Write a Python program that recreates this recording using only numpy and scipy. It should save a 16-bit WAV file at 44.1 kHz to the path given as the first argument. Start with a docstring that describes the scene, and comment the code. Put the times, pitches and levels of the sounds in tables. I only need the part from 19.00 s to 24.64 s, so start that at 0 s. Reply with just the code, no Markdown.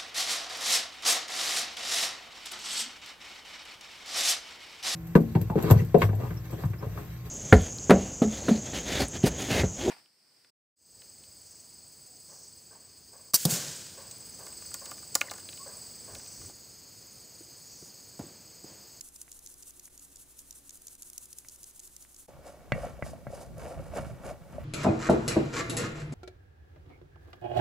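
"""A wire sieve of nut flour is shaken over a glass bowl: the heap hisses to and fro across the mesh and lumps
tick as they break on the wires. Then a spoon rubs the flour through: catching grains make the bowl's hollow
drone, the frame rasp and the table rumble, while fine grit hisses and now and then snaps. Soft pushes bump in
the hollow and knocks ring the frame. A quiet kitchen with an appliance hum lies below."""
import sys
import numpy as np
from scipy import signal
from scipy.fft import rfft, irfft, next_fast_len
from scipy.io import wavfile

SR = 44100
rng = np.random.default_rng(int(sys.argv[2]) if len(sys.argv) > 2 else 0)


def file_out(sig):
    """Save sig as 16-bit WAV at sys.argv[1]."""
    # one column per channel
    cols = np.atleast_2d(sig).T
    # limit, then scale
    lim = np.clip(cols, -1, 1)
    pcm = np.round(lim * 32767).astype(np.int16)
    wavfile.write(sys.argv[1], SR, pcm)


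N = 248724
T = np.arange(N) / SR
SPOON_STARTS_S = 3.283   # shaking ends, rubbing begins

HEAP_SLIDES = [(.014, -64), (.056, -48.5), (.150, -53), (.206, -52.5), (.292, -55.5), (.351, -51.5),
               (.443, -54), (.504, -51), (.598, -53), (.675, -49), (.764, -56), (.849, -52), (.941, -57),
               (1.030, -51), (1.124, -57.5), (1.204, -50.5), (1.306, -55), (1.391, -50.5), (1.482, -55.5),
               (1.564, -50.5), (1.666, -55), (1.745, -51), (1.844, -56), (1.918, -51), (2.002, -55),
               (2.065, -50), (2.153, -53.5), (2.224, -49), (2.311, -54.5), (2.379, -53), (2.458, -58),
               (2.525, -51.5), (2.609, -55), (2.678, -50.5), (2.766, -53.5), (2.846, -50), (2.934, -55),
               (3.018, -51), (3.109, -56.5), (3.198, -50.5)]   # each slide at its fastest: t/s, level/dB
SWING_SHAPES = [(0.016, 0.02), (0.014, 0.027)]   # light swing, firm swing, timed to 4 dB below the top: rise/s, fall/s
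HISS_EQ = [(880, -16.5), (1500, -12), (2390, -38), (2640, -9.5), (2860, -14), (3960, -10), (5020, -8.5),
           (6700, 2.5), (7200, 1), (7700, 2.5), (10200, 4.5), (12700, -2), (16000, -3)]   # flour on wire mesh: f/Hz, level/dB
def sliding_flour(trickle_db=-61.5):
    """The heap hisses over the mesh in light and firm swings, stopping short as the hand turns."""
    power = np.full(N, amp(trickle_db) ** 2)   # flour keeps falling between slides
    for k, (s, db) in enumerate(HEAP_SLIDES):
        rise_s, fall_s = SWING_SHAPES[k % 2]
        near = slice(max(int((s - .12) * SR), 0), int((s + .12) * SR))
        late = T[near] - s
        slowing = np.where(late < 0, np.abs(late / rise_s) ** 1.65, np.abs(late / fall_s) ** 3.5)
        power[near] += amp(db - 4 * slowing) ** 2
    dust = grains(per_s=15000, spread_db=1.2, shared=.65)
    return (T < SPOON_STARTS_S) * np.sqrt(power) * flutter(60, 1.0) * colour(dust, HISS_EQ)


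FLOUR_TICKS = [(.009, -33, 1.5), (.0868, -50, 4), (0.1595, -40.5, 2), (0.215, -39.5, 5), (0.3164, -41, 1.5),
               (0.3264, -45, -7), (0.3908, -47.5, 5), (0.4615, -41.5, 4), (.4717, -42, -9),
               (0.5405, -48.5, 3), (0.6245, -45, 2), (0.63, -42, -4), (.706, -48.5, 4), (0.796, -43.5, 3),
               (0.855, -45, 2.5), (.9766, -46.5, 0.5), (.9942, -45.5, -4), (1.158, -42.5, 0.5),
               (1.1688, -48, -8), (1.3907, -41.5, 2), (1.5078, -39.5, 3), (1.5255, -45.5, -10),
               (1.6933, -40, 0.5), (1.706, -43, -4), (1.773, -53, 8), (1.8186, -59, 14.5), (1.8695, -41, 3),
               (1.881, -40, -3), (1.9518, -50.5, 7), (2.0216, -40, 3), (2.03, -42.5, -4),
               (2.1, -48.5, 10.5), (2.1321, -56.5, 15.5), (2.179, -33.5, 1), (2.2559, -49.5, 6),
               (2.329, -41, 2.5), (2.3852, -39.5, 4), (2.485, -39, 1), (2.4955, -46, -3), (2.5592, -49, 3),
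               (2.631, -42, 4), (2.641, -40.5, -3), (2.7098, -51.5, 0), (2.7939, -43.5, 1.5),
               (2.799, -41, -3), (2.834, -49, 2), (2.8745, -47.5, 3), (2.9642, -40, 0), (3.0236, -46.5, -1),
               (3.1445, -48, 2.5), (3.163, -46.5, -10), (3.72, -46.5, -1), (3.8512, -51.5, -1),
               (4.581, -61.5, 14), (4.73, -64, -5), (4.971, -42, -13), (5.265, -50, -15),
               (5.29, -49.5, -10), (5.525, -61, 3)]   # ticks: lumps breaking on the mesh while shaking, then grit snapping under the spoon from 3.7 s: t/s, level/dB, brightness/dB
TICK_DULL = [(3330, 6100, -12), (5000, 1500, -3), (6650, 1000, 4), (7560, 2330, 2)]   # mesh resonances, body of a tick: f/Hz, width/Hz, level/dB
TICK_BRIGHT = [(9780, 5400, 35), (15100, 2300, -29)]   # top end of a tick: f/Hz, width/Hz, level/dB
def flour_ticks():
    """A lump crumbling on the wires, or a grain of grit snapping under the spoon, sounds for about 4 ms, then
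    dies away; its top end goes first."""
    dull, bright, age = np.zeros(N), np.zeros(N), np.arange(900) / SR
    for s, db, bright_db in FLOUR_TICKS:
        i = int(s * SR)
        dull[i:i + 900] += amp(db - 1200 * age - 60 * np.maximum(age - .0035, 0) / .0095)
        bright[i:i + 900] += amp(db + bright_db - 1900 * age - 60 * np.maximum(age - .0025, 0) / .0047)
    crumbs = grains(14000, 1.5, .65)
    ticks = dull * unit(body(crumbs, TICK_DULL)) + bright * unit(body(crumbs, TICK_BRIGHT))
    return butter(ticks, 2, 2800, "high") * pan(-1)


# spoon strokes: t/s, hold/s, fade before pace/(dB/s), drone/dB, grit/dB, rasp/dB
SPOON_STROKES = [(3.286, 0.0044, 300, -48.5, -66, -79), (3.467, .004, 166, -48, -54.5, -58),
                 (3.75, 0.12, 126, -45, -58, -51.5), (4.048, 0.032, 159, -49.5, -54, -54.5),
                 (4.33, 0.1, 248, -46.5, -57.5, -60), (4.598, 0.13, 220, -43, -59.5, -54.5),
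                 (4.79, 0.16, 100, -53, -66.5, -59.5), (4.973, 0.0056, 337, -34, -46.5, -42),
                 (5.02, 0.036, 106, -50, -60, -54.5), (5.252, 0.052, 356, -40.5, -56, -50.5),
                 (5.527, 0.077, 200, -52.5, -71, -60)]
def spoon_pressure(rise_db_per_s=396):
    """Each stroke digs in, holds and fades; gives envelopes for drone, grit and rasp."""
    resting_db, pace = (-57.5, -83, -65.5), (1.14, 1.18, .98)   # per layer; pace scales rise and fade
    t = T[T >= SPOON_STARTS_S]
    power = amp(resting_db)[:, None] ** 2
    for s, hold_s, fade, *tops_db in SPOON_STROKES:
        below_db = rise_db_per_s * np.maximum(s - t, 0) + fade * np.maximum(t - s - hold_s, 0)
        layers_db = np.array(tops_db)[:, None] - np.outer(pace, np.minimum(below_db, 90))
        power = power + amp(layers_db) ** 2
    return np.pad(np.sqrt(power), ((0, 0), (N - len(t), 0)))


BOWL_HOLLOW = [(296, 174, -15.5), (508.5, 90, -4.5), (568, 61.5, -1), (685, 75, -5), (880, 160, -12)]   # air resonances in the bowl: f/Hz, width/Hz, level/dB
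FRAME_RASP = [(1124, 130, 3), (1362, 71, 6.5), (1463, 250, 0.5), (1963, 150, -1.5), (2060, 150, -8),
              (2252, 110, -0.5), (2730, 420, -8.5)]   # resonances of the scraped frame: f/Hz, width/Hz, level/dB
GRIT_EQ = [(1650, -38), (2800, -6), (3480, -11), (3750, -4), (4090, -7), (5020, -0.5), (5440, -6.5),
           (6670, -3), (9330, -2), (11800, -10), (14100, -6), (16000, -48)]   # hiss of the finest grains: f/Hz, level/dB
WIRE_RING = [(5200, 250, -7.5), (6320, 770, 7), (7400, 540, -13), (9400, 110, 8.5), (10460, 430, -2.5)]   # grit ringing in the mesh: f/Hz, width/Hz, level/dB
RUMBLE_EQ = [(15, -58), (25, -17), (49, 8.5), (107, -6.5), (135, -4), (168, -4.5), (257, -9.5), (300, -17),
             (390, -16), (660, -120)]   # low end of the table: f/Hz, level/dB
RUMBLE_ENVELOPE = [(3.283, -54), (3.44, -59), (3.71, -54.5), (3.745, -37), (3.92, -46.5), (4.01, -51),
                   (4.05, -39.5), (4.23, -51.5), (4.29, -44.5), (4.47, -50.5), (4.59, -43.5), (4.73, -49.5),
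                   (4.79, -37.5), (4.87, -44.5), (5.0, -40), (5.2, -47), (5.29, -45), (5.48, -55),
                   (5.55, -42.5), (5.64, -43)]   # how hard the table shakes: t/s, level/dB
def spoon_rubbing():
    """Grains catch under the spoon and drive hollow, frame and table; the finest ones hiss."""
    drone_gain, grit_gain, rasp_gain = spoon_pressure()
    rumble_gain = amp(np.interp(T, *np.transpose(RUMBLE_ENVELOPE))) * (T >= SPOON_STARTS_S)
    catches = grains(1200, .74, .88) * flutter(28, .78)
    drone = drone_gain * unit(body(butter(catches, 2, 900), BOWL_HOLLOW))
    fine = colour(grains(9000, 2.7, .82), GRIT_EQ)
    fine = unit(fine + amp(1) * body(fine, WIRE_RING))
    table = butter(colour(grains(2000, 1.6, .1), RUMBLE_EQ), 4, 58, "high")
    table = unit(table + amp(-1) * resonate(table, 128.6, 23))   # the bowl rocks on its cloth
    rasp = rasp_gain * flutter(32, .97) * unit(body(grains(2500, 3.0, .74), FRAME_RASP))
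    grit = grit_gain * flutter(29, 2.0) * fine
    rumble = rumble_gain * flutter(20.3, 2.17) * table
    return drone + rasp + grit + rumble


HOLLOW_BUMPS = [(3.285, -46, 483), (3.454, -43, 565), (3.469, -44, 710), (3.758, -32.5, 530),
                (3.78, -29.5, 558), (3.833, -32, 636), (3.84, -29.5, 596), (3.846, -28.5, 694),
                (3.867, -36, 513), (3.991, -37.5, 580), (4.063, -34, 630), (4.133, -35, 644),
                (4.302, -37, 553), (4.326, -38, 690), (4.333, -34.5, 550), (4.415, -42, 520),
                (4.582, -35, 553), (4.641, -39, 433), (4.664, -39, 594), (4.718, -39, 610),
                (4.774, -36, 654), (4.795, -35, 540), (4.935, -33, 650), (4.941, -40, 580),
                (4.962, -29, 488), (4.985, -26.5, 620), (4.992, -31.5, 650), (5.027, -36, 580),
                (5.097, -40, 622), (5.247, -35, 580), (5.309, -31, 640), (5.582, -28.5, 604)]   # soft bumps in the bowl: t/s, level/dB, f/Hz
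def bowl_bumps(swell_s=.0025, faint_count=24, faint_db=-50, faint_hz=(490, 680)):
    """A soft push swells in the hollow for a cycle or two and fades; fainter ones fall at random."""
    when, size, pitch = rng.random((faint_count, 3)).T
    faint = zip(np.interp(when, [0, 1], [SPOON_STARTS_S, N / SR]),
                faint_db + 8 * (size - .5),
                np.interp(pitch, [0, 1], faint_hz))
    out, age = np.zeros(N + 2000), np.arange(2000) / SR
    envelope = age / swell_s * np.exp(1 - age / swell_s)
    for s, db, hz in [*HOLLOW_BUMPS, *faint]:
        i = int(s * SR)
        out[i:i + 2000] += amp(db) * envelope * np.sin(2 * np.pi * hz * age)
    return out[:N]


# blows on the frame: t/s, level/dB, contact low-pass/Hz, trim below 1 kHz/dB, share of the ring time
FRAME_BLOWS = [(.2793, -40.5, 6000, -18, 0.31), (.8775, -40.5, 6000, -22, .12),
               (2.4475, -39.5, 6000, -13, 0.33), (3.049, -40.5, 6000, -20, 0.14),
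               (3.7200, -10, 4450, 0.5, 0.75), (4.0237, -18.5, 2240, 1.5, 0.57),
               (4.268, -28, 1690, 6, 0.88)]
FRAME_MODES = [(70.4, -31, .12, -9), (130.7, -9.5, 0.13, 3.5), (188, -17.5, 0.14, -1),
               (589, -10.5, 0.047, 1.5), (707, -14.5, 0.029, -1), (1156, -29, 0.079, -2),
               (1390, -32, 0.089, 11), (1560, -27, 0.033, -6), (1634, -14, 0.033, -6),
               (1824, -34.5, 0.21, 4), (2010, -15.5, 0.075, -3.5), (1885, -30, 0.21, 2),
               (2210, -25.5, 0.17, -7), (2130, -11, 0.012, -1), (2330, -36, 0.27, -5),
               (2726, -30, 0.14, -2), (2770, -41, 0.18, -5), (3430, -37, 0.054, -2), (3470, -38, 0.04, -14),
               (4400, -35, 0.066, 4), (4600, -26.5, 0.023, -4), (5600, -25, 0.024, -2)]   # sieve frame and bowl: f/Hz, level/dB, full t60/s, left minus right/dB
def frame_knocks():
    """Each blow rings all modes of the frame; a softer contact leaves out the high ones."""
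    out, age = np.zeros((2, N + 10000)), np.arange(10000) / SR
    hz, db, t60, pan_db = np.transpose(FRAME_MODES)[:, :, None]
    thud, clack = hz < 300, hz > 1000
    side = np.array([.5, -.5])[:, None, None]
    phase = 1.2 * thud * side   # the thud comes through the table, unlike on each side
    # flour cushions the blow before the hard clack; the table answers last
    since = np.maximum(age - .0008 * clack - .001 * thud, 0)
    attack = np.minimum(since / np.where(thud, .003, .00025), 1)
    polarity = np.where(clack, 1, -1)   # the push dents first, the clack springs back
    tones = polarity * attack * np.sin(2 * np.pi * hz * since + phase)
    for s, blow_db, contact_hz, low_db, ring in FRAME_BLOWS:
        strength = amp(blow_db + db + low_db * (hz < 1000) + rng.normal(0, 1, hz.shape))
        modes = strength * amp(pan_db * side - 60 * since / (t60 * ring)) * tones
        i = int(s * SR)
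        out[:, i:i + 10000] += butter(modes.sum(axis=1), 4, contact_hz)
    return out[:, :N]


APPLIANCE_HUM = [(59.2, -67.5), (118.4, -78.5), (279.9, -76.5), (360.7, -77.5), (468.3, -84.5)]   # hum partials: f/Hz, level/dB
ROOM_EQ = [(20, -3.5), (40, -18.5), (90, -14), (300, -15), (450, -19.5), (1000, -23.5), (2500, -26.5),
           (6000, -25), (16000, -27)]   # room tone: f/Hz, level/dB
def kitchen(air_db=-63):
    """Room air and an appliance hum whose higher partials waver faster."""
    hum = 0
    for hz, db in APPLIANCE_HUM:
        waver = flutter(rate_hz=hz / 20, depth_db=min(hz / 45, 4.0))
        hum = hum + amp(db) * waver * np.sin(2 * np.pi * hz * T + [[0], [.7]])   # phase offset for width
    return hum + amp(air_db) * colour(grains(SR, 0, .48), ROOM_EQ)


def grains(per_s, spread_db, shared):
    """Random stereo clicks of uneven size, partly shared by both sides; the left lags one sample."""
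    born = rng.random((3, N)) < per_s / SR
    clicks = born * rng.standard_normal((3, N))
    clicks *= amp(spread_db * np.minimum(rng.exponential(1, (3, N)), 4))
    pair = np.sqrt(shared) * clicks[0] + np.sqrt(1 - shared) * clicks[1:]
    pair[0] = np.roll(pair[0], 1)
    return pair


def flutter(rate_hz, depth_db):
    """Random gain that wanders at about rate_hz."""
    slow = butter(rng.standard_normal(N + SR), 2, rate_hz)[SR:]
    return amp(depth_db * unit(slow))


def colour(x, eq):
    """Shape noise by an EQ curve (f/Hz, level/dB); rms 1."""
    hz, db = np.transpose(eq)
    size = next_fast_len(N)
    grid = np.log(np.arange(size // 2 + 1) * SR / size + 1)
    gain = amp(np.interp(grid, np.log(hz + 1), db))
    return unit(irfft(rfft(x, size) * gain, size)[..., :N])


def resonate(x, hz, width_hz):
    """One resonance, unity gain at its peak."""
    r = np.exp(-np.pi * width_hz / SR)
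    poles = [1, -2 * r * np.cos(2 * np.pi * hz / SR), r * r]
    return signal.lfilter([(1 - r * r) / 2, 0, (r * r - 1) / 2], poles, x + 1e-18)


def body(x, modes):
    """Parallel resonances, polarity alternating."""
    return sum((-1) ** k * amp(db) * resonate(x, hz, width) for k, (hz, width, db) in enumerate(modes))


def butter(x, order, hz, kind="low"):
    """Low-pass or high-pass filter."""
    return signal.sosfilt(signal.butter(order, hz, kind, fs=SR, output="sos"), x)


def amp(db):
    """dB to gain."""
    return 10 ** (np.asarray(db) / 20)


def pan(db):
    """Stereo gains, left louder than right by db."""
    return amp([[db / 2], [-db / 2]])


def unit(x):
    """Scale to rms 1."""
    return x / np.sqrt(np.mean(x ** 2) + 1e-30)


def scene():
    """Sieve and spoon over the kitchen bed."""
    sieve = sliding_flour() + flour_ticks()
    spoon = (spoon_rubbing() + bowl_bumps()) * pan(-.45)
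    return sieve + spoon + frame_knocks() + kitchen()


LEVEL_DIPS = [(0.892, 0.0054, -7), (1.974, 0.0054, -8.5), (3.271, 0.0073, -17.5)]   # brief dips in the whole mix: t/s, half length/s, level/dB
def record(dry):
    """The level dips briefly three times; the top is cut at 16 kHz."""
    dips_db = sum(db * np.exp(-((T - s) / half) ** 4) for s, half, db in LEVEL_DIPS)
    high_cut = signal.cheby2(20, 60, 16000, fs=SR, output="sos")
    return signal.sosfilt(high_cut, dry * amp(dips_db))


dry = scene()
out = record(dry)
file_out(out)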